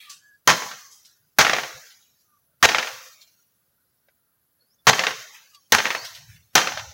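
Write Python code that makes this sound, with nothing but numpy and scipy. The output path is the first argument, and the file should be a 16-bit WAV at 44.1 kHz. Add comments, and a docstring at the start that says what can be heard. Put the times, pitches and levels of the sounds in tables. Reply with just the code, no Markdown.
"""Still air, a low breeze, the crackling tail of an earlier blow and faint birds; then a blade strikes bamboo six times.
Each blow is a burst of bite noise, about 30 ms of tearing fibres and a snap, while modes of the hollow stem ring.
A soft echo returns and the split cracks on, in sharp pulses and sprays of splinters; a pause follows the third blow.
Shaken leaves rustle as filtered noise, twigs drop, and birds call as gliding tones.
The grove scatters all but the air, wind and leaf rustle; a noise suppressor breaks up the quiet tails."""
import sys
import numpy as np
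from scipy import signal
from scipy.io import wavfile
from scipy.ndimage import uniform_filter1d

SR = 44100
rng = np.random.default_rng(int(sys.argv[2]) if len(sys.argv) > 2 else 0)


def transcribe(u):
    """Save the signal u as a 16-bit wav file named by the first command-line argument.

    u: samples, shape (n,) or (channels, n), limited to [-1, 1]; the rate is SR.
    q: integer samples, one column per channel.
    """
    v = np.clip(np.atleast_2d(u).T, -1, 1)
    q = np.round(v * 32767).astype(np.int16)
    wavfile.write(sys.argv[1], SR, q)


N = 305613  # length of the scene in samples

# The blade blows. Each row: start in seconds, bite level in dB, tearing level in dB,
# fall over the tear in dB (negative grows), snap level in dB, time the tearing takes to die in seconds,
# ring level in dB, pitch that rings most in Hz, small cracks level in dB, shaken leaves level in dB.
CHOPS = [(0.4745, -9, -16.5, -6, -10, 0.019, -2.5, 1030, -36.5, -36),
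         (1.3862, -9.5, -12, -2, -16, 0.013, -4.5, 900, -24.5, -32.5),
         (2.627, -12, -13, -5, -12, 0.0033, -4, 1194, -25, -32),
         (4.8692, -15, -10.5, -0.5, -7, 0.0082, -2, 886, -27, -33),
         (5.7217, -6, -14, 2.5, -4.5, 0.019, -6, 1450, -25.5, -34),
         (6.5534, -5.5, -11, 4.5, -10, 0.03, -6, 771, -32.5, -41.5)]


def amp(db):
    """Turns decibels into a plain multiplier."""
    return 10 ** (np.asarray(db) / 20)


def evened(x):
    """Scales a signal to an rms of 1."""
    return x / np.sqrt(np.mean(x ** 2) + 1e-20)


def read(points, hz):
    """Joins (Hz, value) points by straight lines on a log pitch axis."""
    point_hz, value = np.transpose(points)
    return np.interp(np.log(hz + 1), np.log(point_hz + 1), value)


def clock(seconds):
    """Counts the time in seconds at every sample."""
    return np.arange(int(seconds * SR)) / SR


def add(mix, s, sound):
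    """Adds a sound into the mix from s seconds on, cut off where the mix ends."""
    part = mix[max(round(s * SR), 0):][:len(sound)]
    part += sound[:len(part)]


def colour(x, points, size=4096):
    """Gives a sound the spectrum drawn by the points, with a filter of unit energy that never acts early."""
    log_gain = np.log(amp(read(points, abs(np.fft.fftfreq(size, 1 / SR)))))
    # the Hilbert transform finds the phase that puts the response after its input
    response = np.exp(np.conj(signal.hilbert(log_gain)))
    taps = np.fft.ifft(response).real[:size // 2]
    return signal.oaconvolve(x, taps / np.linalg.norm(taps))[:len(x)]


def blur(field, size):
    """Averages a short-time spectrum over (pitch bins, time frames)."""
    over_bins = uniform_filter1d(field, size[0], axis=-2)
    return uniform_filter1d(over_bins, size[1], axis=-1)


def wobble(count, size):
    """Smooths noise over some samples into a slow random drift of rms 1."""
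    return evened(uniform_filter1d(rng.standard_normal(count), size=size))


def fibres(t, spread_db):
    """Makes dense tiny fractures of random sign and size, rms 1."""
    sizes = amp(spread_db * np.minimum(rng.exponential(1, len(t)), 4))
    return evened(rng.standard_normal(len(t)) * sizes)


def burst(t, start, length, spectrum):
    """A cluster of fractures starts at once and dies quickly; its energy is that of rms 1 over its length."""
    envelope = (t >= start) * np.exp(-((t - start) / length) ** 2)
    x = colour(fibres(t, 3) * envelope, spectrum)
    return x / np.linalg.norm(x) * np.sqrt(length * SR)


def air():
    """Still outdoor air hisses steadily, while low wind rumbles and swells in puffs on the microphone."""
    # Spectrum of still air. Each row: pitch in Hz, level in dB per Hz.
    air_colour = [(20, -18), (45, -11), (70, -3.5), (150, -3), (300, -9.5), (900, -14.5), (1500, -12),
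                  (2400, -21), (4500, -18), (9000, -23), (11500, -15.5), (13800, -20), (15500, -15.5)]
    # Spectrum of the wind rumble. Each row: pitch in Hz, level in dB.
    wind_colour = [(20, -21), (60, -5.5), (100, 0), (145, -2), (220, -21), (500, -35.5), (2000, -72)]
    # Puffs of wind. Each row: time of the peak in seconds, half width in seconds, level in dB.
    puffs = [(1.761, 0.033, -51), (2.95, 0.059, -57), (3.891, .025, -61), (6.0, .05, -53),
             (6.3, 0.16, -49.5), (6.87, 0.18, -46)]
    air_db, breeze_db = -57, -75  # the breeze is the rumble between puffs
    t = np.arange(N) / SR
    gusts = amp(breeze_db) + sum(amp(db) * np.exp(-((t - s) / width) ** 2) for s, width, db in puffs)
    still = amp(air_db) * colour(rng.standard_normal(N), air_colour)
    wind = gusts * colour(rng.standard_normal(N), wind_colour)
    return still + wind


def twig(db, hz, length, tones_db=-2, tones_t60=.2):
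    """Dry leaves crackle in a broad band around one pitch; three steady tones near it fade under the crackle."""
    t = clock(.4)
    band = [(hz / 10, -22), (hz / 2, -6), (hz, 0), (hz * 1.3, -5), (hz * 2, -15), (SR / 2, -19)]
    crackle = colour(fibres(t, 3), band) * np.exp(-t / length)
    tones = sum(np.sin(2 * np.pi * hz * ratio * t) for ratio in (.72, .77, 1.05)) / 3
    fading = amp(tones_db) * tones * np.exp(-np.log(1000) * t / tones_t60)  # 60 dB in tones_t60 seconds
    onset = 1 - np.exp(-t / 0.0019)
    return amp(db) * (crackle + fading) * onset


def bird(length, start_hz, end_hz, db, waver=.016):
    """A thin whistle glides from one pitch to another, unsteady on the way."""
    t = clock(length)
    hz = np.geomspace(start_hz, end_hz, len(t)) * (1 + waver * wobble(len(t), 120))
    whistle = np.sin(2 * np.pi * np.cumsum(hz) / SR)
    return amp(db) * whistle * signal.windows.tukey(len(t), .7)


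def grove(x):
    """Many stems scatter a sound: sparse random echoes, each pitch band dying at its own speed."""
    # Dying away of the grove. Each row: pitch in Hz, time to fall by 60 dB in seconds.
    grove_t60 = [(80, .9), (250, .55), (600, .8), (2000, .92), (6000, 1.0), (12000, .9)]
    # Strength of the grove. Each row: pitch in Hz, level of what it returns in dB.
    grove_db = [(80, -12), (250, -4), (600, -8.5), (2500, -14.5), (6000, -9), (12000, -15)]
    t = clock(1.2)
    signs = rng.choice([-1., 1.], len(t))
    hits = rng.random(len(t)) < 3000 / SR  # about 3000 echoes a second
    taps = signs * hits * (1 - np.exp(-t / 0.0039))
    hz, at, z = signal.stft(evened(taps), SR, nperseg=256)
    t60 = read(grove_t60, hz)[:, None]
    decay = amp(read(grove_db, hz)[:, None] - 60 * at / t60)
    even_energy = np.sqrt(2 * np.log(1000) / (t60 * SR))  # a longer decay brings no extra energy
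    response = signal.istft(z * decay * even_energy, SR, nperseg=256)[1]
    response[0] += 1  # the direct sound
    return signal.fftconvolve(x, response)


def culm(t, favoured_hz, favour_db=6, octaves=0.29, rise_s=0.0045):
    """The hollow stem rings in many modes; where the blade lands decides which speak most."""
    # Modes of the stem. Each row: pitch in Hz, level in dB, time to fall by 60 dB in seconds.
    modes = [(132, -25, 0.16), (193, -25.5, 0.16), (243.7, -25.5, 0.21), (427.4, -21.5, 0.14),
             (521.7, -23.5, 0.13), (636, -21, 0.07), (738, -19, 0.13), (855, -20, .16), (970, -29, 0.11),
             (1017, -21.5, 0.14), (1152, -11, 0.07), (1360.5, -11, 0.1), (1575, -13, 0.14),
             (1644, -18.5, 0.099), (1847, -8, 0.12), (2177, -16.5, 0.1), (2690, -24, 0.027),
             (3050, -18, .08), (3020, -24.5, 0.18), (3150, -18.5, 0.27), (3920, -19.5, .12),
             (4190, -26, 0.36)]
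    hz, db, t60 = np.transpose(modes)[:, :, None]
    db = db + favour_db * np.exp(-(np.log2(hz / favoured_hz) / octaves) ** 2)
    detune = 1 + .012 * rng.standard_normal(hz.shape)  # each ring is slightly out of tune
    ringing = np.sin(2 * np.pi * (hz * detune * t + rng.random(hz.shape)))
    dying = np.exp(-np.log(1000) * t / t60)
    return (amp(db) * dying * ringing).sum(0) * (1 - np.exp(-t / rise_s))


def chop(bite_db, tear_db, fade_db, snap_db, dying_s, ring_db, favoured_hz, knock_db=-11, knock_t60=0.089):
    """The edge bites, tears through fibres, and the last of them snap as it stops."""
    # Spectrum of the blade's bite. Each row: pitch in Hz, level in dB per Hz.
    bite_colour = [(40, -15.5), (200, -11.5), (500, -4.5), (1000, -11), (1500, 2.5), (2400, -13.5),
                   (4000, -2), (5000, -11.5), (6200, -1), (8000, -21), (11000, -16.5), (14000, -19.5),
                   (15500, -8)]
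    # Spectrum of tearing fibres. Each row: pitch in Hz, level in dB per Hz.
    tear_colour = [(30, -20.5), (130, -7), (320, -11.5), (800, 1.5), (1800, 1.5), (2800, -4), (4500, -6.5),
                   (6400, -5.5), (8200, -20.5), (10000, -24.5), (12000, -21), (14000, -31.5),
                   (15300, -24.5)]
    tear_s = .029  # how long the blade tears before it stops
    t = clock(.25)
    bite = amp(bite_db) * burst(t, 0, 0.0057, bite_colour)
    cutting = amp(-fade_db * np.minimum(t / tear_s, 1))
    dying = np.exp(-np.maximum(t - tear_s, 0) / dying_s)
    tear = amp(tear_db) * colour(fibres(t, 3.5) * cutting * dying, tear_colour)
    snap = amp(snap_db) * burst(t, tear_s - .0015, .0018, tear_colour)
    # the struck length of wall gives the blow its woody pitch
    knock = np.sin(2 * np.pi * favoured_hz * t) * np.exp(-np.log(1000) * t / knock_t60)
    knock = knock * (1 - np.exp(-t / 0.0024))
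    ring = amp(ring_db) * (culm(t, favoured_hz) + amp(knock_db) * knock)
    return bite + tear + snap + ring


def leaves(settle_db_per_s=36):
    """Every blow shakes the crown, whose rustle flutters and settles."""
    # Spectrum of rustling leaves. Each row: pitch in Hz, level in dB per Hz.
    leaf_colour = [(200, -27.5), (900, -20.5), (1800, -7.5), (3000, -2), (6400, 2), (8500, -10.5),
                   (10000, -10), (12000, -6.5), (13800, -10.5), (15300, -4)]
    t = np.arange(N) / SR
    shake = sum((t > s) * amp(db - settle_db_per_s * abs(t - s)) for s, *_, db in CHOPS)
    flutter = amp(1.4 * wobble(N, 1500))  # 1.4 dB rms
    return shake * flutter * colour(fibres(t, 3), leaf_colour)


def pulse(t, hz, cycles=0.535):
    """One stiff release swings the air pressure for about a cycle and a half."""
    u = t * hz - 1  # cycles from the middle of the swing
    return -np.cos(2 * np.pi * u) * np.exp(-(u / cycles) ** 2)


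def crack(pulse_db, hz, splinters_db, ring_db=-7, favoured_hz=580):
    """One sharp pulse and a spray of splinters, as when the split jumps on, set the hollow stem ringing."""
    # Spectrum of a spray of splinters. Each row: pitch in Hz, level in dB per Hz.
    splinter_colour = [(100, -21.5), (350, -11), (650, -4), (1200, -1.5), (1900, 1.5), (3000, -4),
                       (4500, -9.5), (6400, -12.5), (8200, -28.5), (15000, -43)]
    # the more of a crack goes into its pulse, the shorter its spray
    equal_spray_s, halving_db = .0078, 13.5  # length at equal levels; lead of the pulse that halves it
    t = clock(.2)
    spray_s = equal_spray_s * 2 ** ((splinters_db - pulse_db) / halving_db)
    spray = burst(t, 0.0006, spray_s, splinter_colour)
    spray = spray + 0.3 * burst(t, 0.0058, 0.023, splinter_colour)  # a weaker, longer second spray
    ring = amp(ring_db) * culm(t, favoured_hz, favour_db=17, octaves=0.4, rise_s=0.0028)
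    return amp(pulse_db) * pulse(t, hz) + amp(splinters_db) * (spray + ring)


def spread_times(from_s, to_s, count):
    """Picks random moments, one in each equal part of a span."""
    return from_s + (to_s - from_s) * (np.arange(count) + rng.random(count)) / count


def aftermath(small_db, pulse_lead_db=4):
    """After every blow an echo returns, the split runs on in small cracks, and twigs drop from the crown."""
    out = np.zeros(2 * SR)
    # a soft, splintery echo returns from the stems 61 ms after the bite; levels in dB over the small cracks
    echo_s, echo_pulse_db, echo_splinters_db, echo_hz = .061, 6, 9, 1700
    add(out, echo_s, crack(small_db + echo_pulse_db, echo_hz, small_db + echo_splinters_db))
    # small cracks at random while the split runs on
    run_from_s, run_to_s, small_hz, scatter_db = .085, .25, 1540, 3
    for s in spread_times(run_from_s, run_to_s, count=3):
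        db = small_db + scatter_db * rng.uniform(-1, 1)
        hz = small_hz * 2 ** rng.uniform(-.5, .5)
        add(out, s, crack(db + pulse_lead_db, hz, db))
    # faint twigs drop at random some time later
    drop_from_s, drop_to_s, drop_db, drop_length_s = 0.55, 0.69, -53, 0.014
    low_hz, high_hz = 2400, 5990
    for s in spread_times(drop_from_s, drop_to_s, count=2):
        hz = low_hz * (high_hz / low_hz) ** rng.random()
        add(out, s, twig(drop_db, hz, drop_length_s))
    return out


def sweep(length, db, dip_db=6):
    """A high call starts level and fairly clean, then sweeps up and grows ragged, weaker in its middle."""
    from_hz, to_hz, bend = 4400, 6500, 2.8  # a bend above 1 steepens the rise towards the top
    u = clock(length) / length
    unsteady = 1 + (.01 + .04 * u) * wobble(len(u), 200)
    hz = from_hz * (to_hz / from_hz) ** (u ** bend) * unsteady
    level = amp(db - dip_db * np.sin(np.pi * u) ** 2)
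    return level * np.sin(2 * np.pi * np.cumsum(hz) / SR) * signal.windows.tukey(len(u), .25)


def scene():
    """Lays the timed sounds, each scattered by the grove, over the air and leaves."""
    # Clearest twigs and dry leaves; the first row is the fading tail of an earlier blow.
    # Each row: start in seconds, level in dB, centre pitch in Hz, length in seconds.
    twigs = [(0.002, -42.5, 3170, 0.1), (0.095, -37.5, 5880, 0.042), (0.911, -47, 6140, 0.062),
             (1.048, -46.5, 5230, 0.03), (1.901, -46.5, 4005, 0.03), (3.212, -43, 4184, 0.018),
             (5.344, -42, 2480, 0.024), (5.546, -40, 4390, 0.011), (6.046, -33.5, 4000, 0.03),
             (6.147, -37.5, 4100, 0.025), (6.291, -50.5, 2250, 0.11)]
    # Plain bird whistles, each sagging in pitch. Each row: start in seconds, length in seconds,
    # start pitch in Hz, end pitch in Hz, level in dB.
    whistles = [(0.06, 0.081, 1219, 1112, -49.5), (0.18, 0.23, 1700, 1650, -54),
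                (2.22, 0.21, 1273, 1110, -61.5), (4.782, 0.04, 3514, 3400, -58.5),
                (5.515, 0.097, 1244, 1080, -58)]
    # Cracks of the splitting stem, and one soft far knock in the pause. Each row: start in seconds,
    # pulse level in dB, pulse pitch in Hz, splinters level in dB.
    cracks = [(0.621, -21, 970, -31.5), (1.467, -2, 1760, -15), (1.4959, -2.5, 1770, -14.5),
              (1.5324, -5.5, 2100, -15), (1.5844, -10, 1790, -21), (2.7470, -1, 1800, -14),
              (2.783, -10.5, 1500, -16.5), (2.827, -18, 1610, -23), (4.085, -44, 750, -50.5),
              (4.9928, -6, 1920, -15), (5.0365, -10, 1980, -18.5), (5.0679, -4.5, 2740, -15.5),
              (5.803, -5.5, 1710, -23.5), (5.855, -3.5, 2110, -17.5), (5.904, -11, 1510, -19),
              (5.949, -14, 1010, -25), (6.672, -11, 1650, -19.5), (6.7733, -15.5, 1160, -26.5)]
    # Another bird's upward sweeps. 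Each row: start in seconds, length in seconds, level in dB.
    sweeps = [(4.587, 0.18, -58), (5.963, .118, -35)]
    mix = air() + leaves()
    blows = [row[:-2] for row in CHOPS]  # the last two columns drive the small cracks and the leaves
    followers = [(s, small_db) for s, *_, small_db, leaves_db in CHOPS]
    sources = ((twig, twigs), (bird, whistles), (chop, blows),
               (aftermath, followers), (crack, cracks), (sweep, sweeps))
    for source, table in sources:
        for s, *settings in table:
            add(mix, s, grove(source(*settings)))
    return mix[None]


def suppress(x, depth_db=16, knee_db=3.0):
    """A noise suppressor turns down quiet bands; its threshold wanders, so tails break into patches."""
    # Level under which the suppressor shuts. Each row: pitch in Hz, level in dB per Hz.
    quiet = [(30, -74.5), (100, -80), (400, -79.5), (620, -87.5), (850, -78.5), (1500, -88.5),
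             (4500, -90.5), (9000, -101), (15000, -101)]
    hz, _, z = signal.stft(x, SR, nperseg=1024, noverlap=768)
    power = abs(blur(abs(z) ** 2, size=(3, 5)))
    level_db = 10 * np.log10(power / hz[1] + 1e-20)  # hz[1] is the width of a band
    patches = evened(blur(blur(rng.standard_normal(z.shape), size=(4, 18)), size=(3, 10)))
    wander_size_db = read([(100, 3), (500, 6), (5000, 6), (9000, 2)], hz)[:, None]
    threshold_db = read(quiet, hz)[:, None] + wander_size_db * np.clip(patches, -1.6, 2.5)
    shut = .5 - .5 * np.tanh((level_db - threshold_db) / (2 * knee_db))  # 0 is open, 1 is shut
    return signal.istft(z * amp(-depth_db * shut), SR, nperseg=1024, noverlap=768)[1][:, :N]


def record(dry, low_cut_hz=54):
    """The microphone cuts the lows, noise is suppressed, peaks are rounded near full scale, treble is cut."""
    edge_hz = 15950  # top of the band that is kept
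    low_cut = signal.lfilter(*signal.butter(2, low_cut_hz, "high", fs=SR), dry)
    x = suppress(low_cut)
    rounded = x / (1 + x ** 6) ** (1 / 6)
    band_limit = signal.firwin(401, edge_hz, window=("kaiser", 8), fs=SR)
    return signal.oaconvolve(rounded, band_limit[None], "same")


dry = scene()
out = record(dry)
transcribe(out)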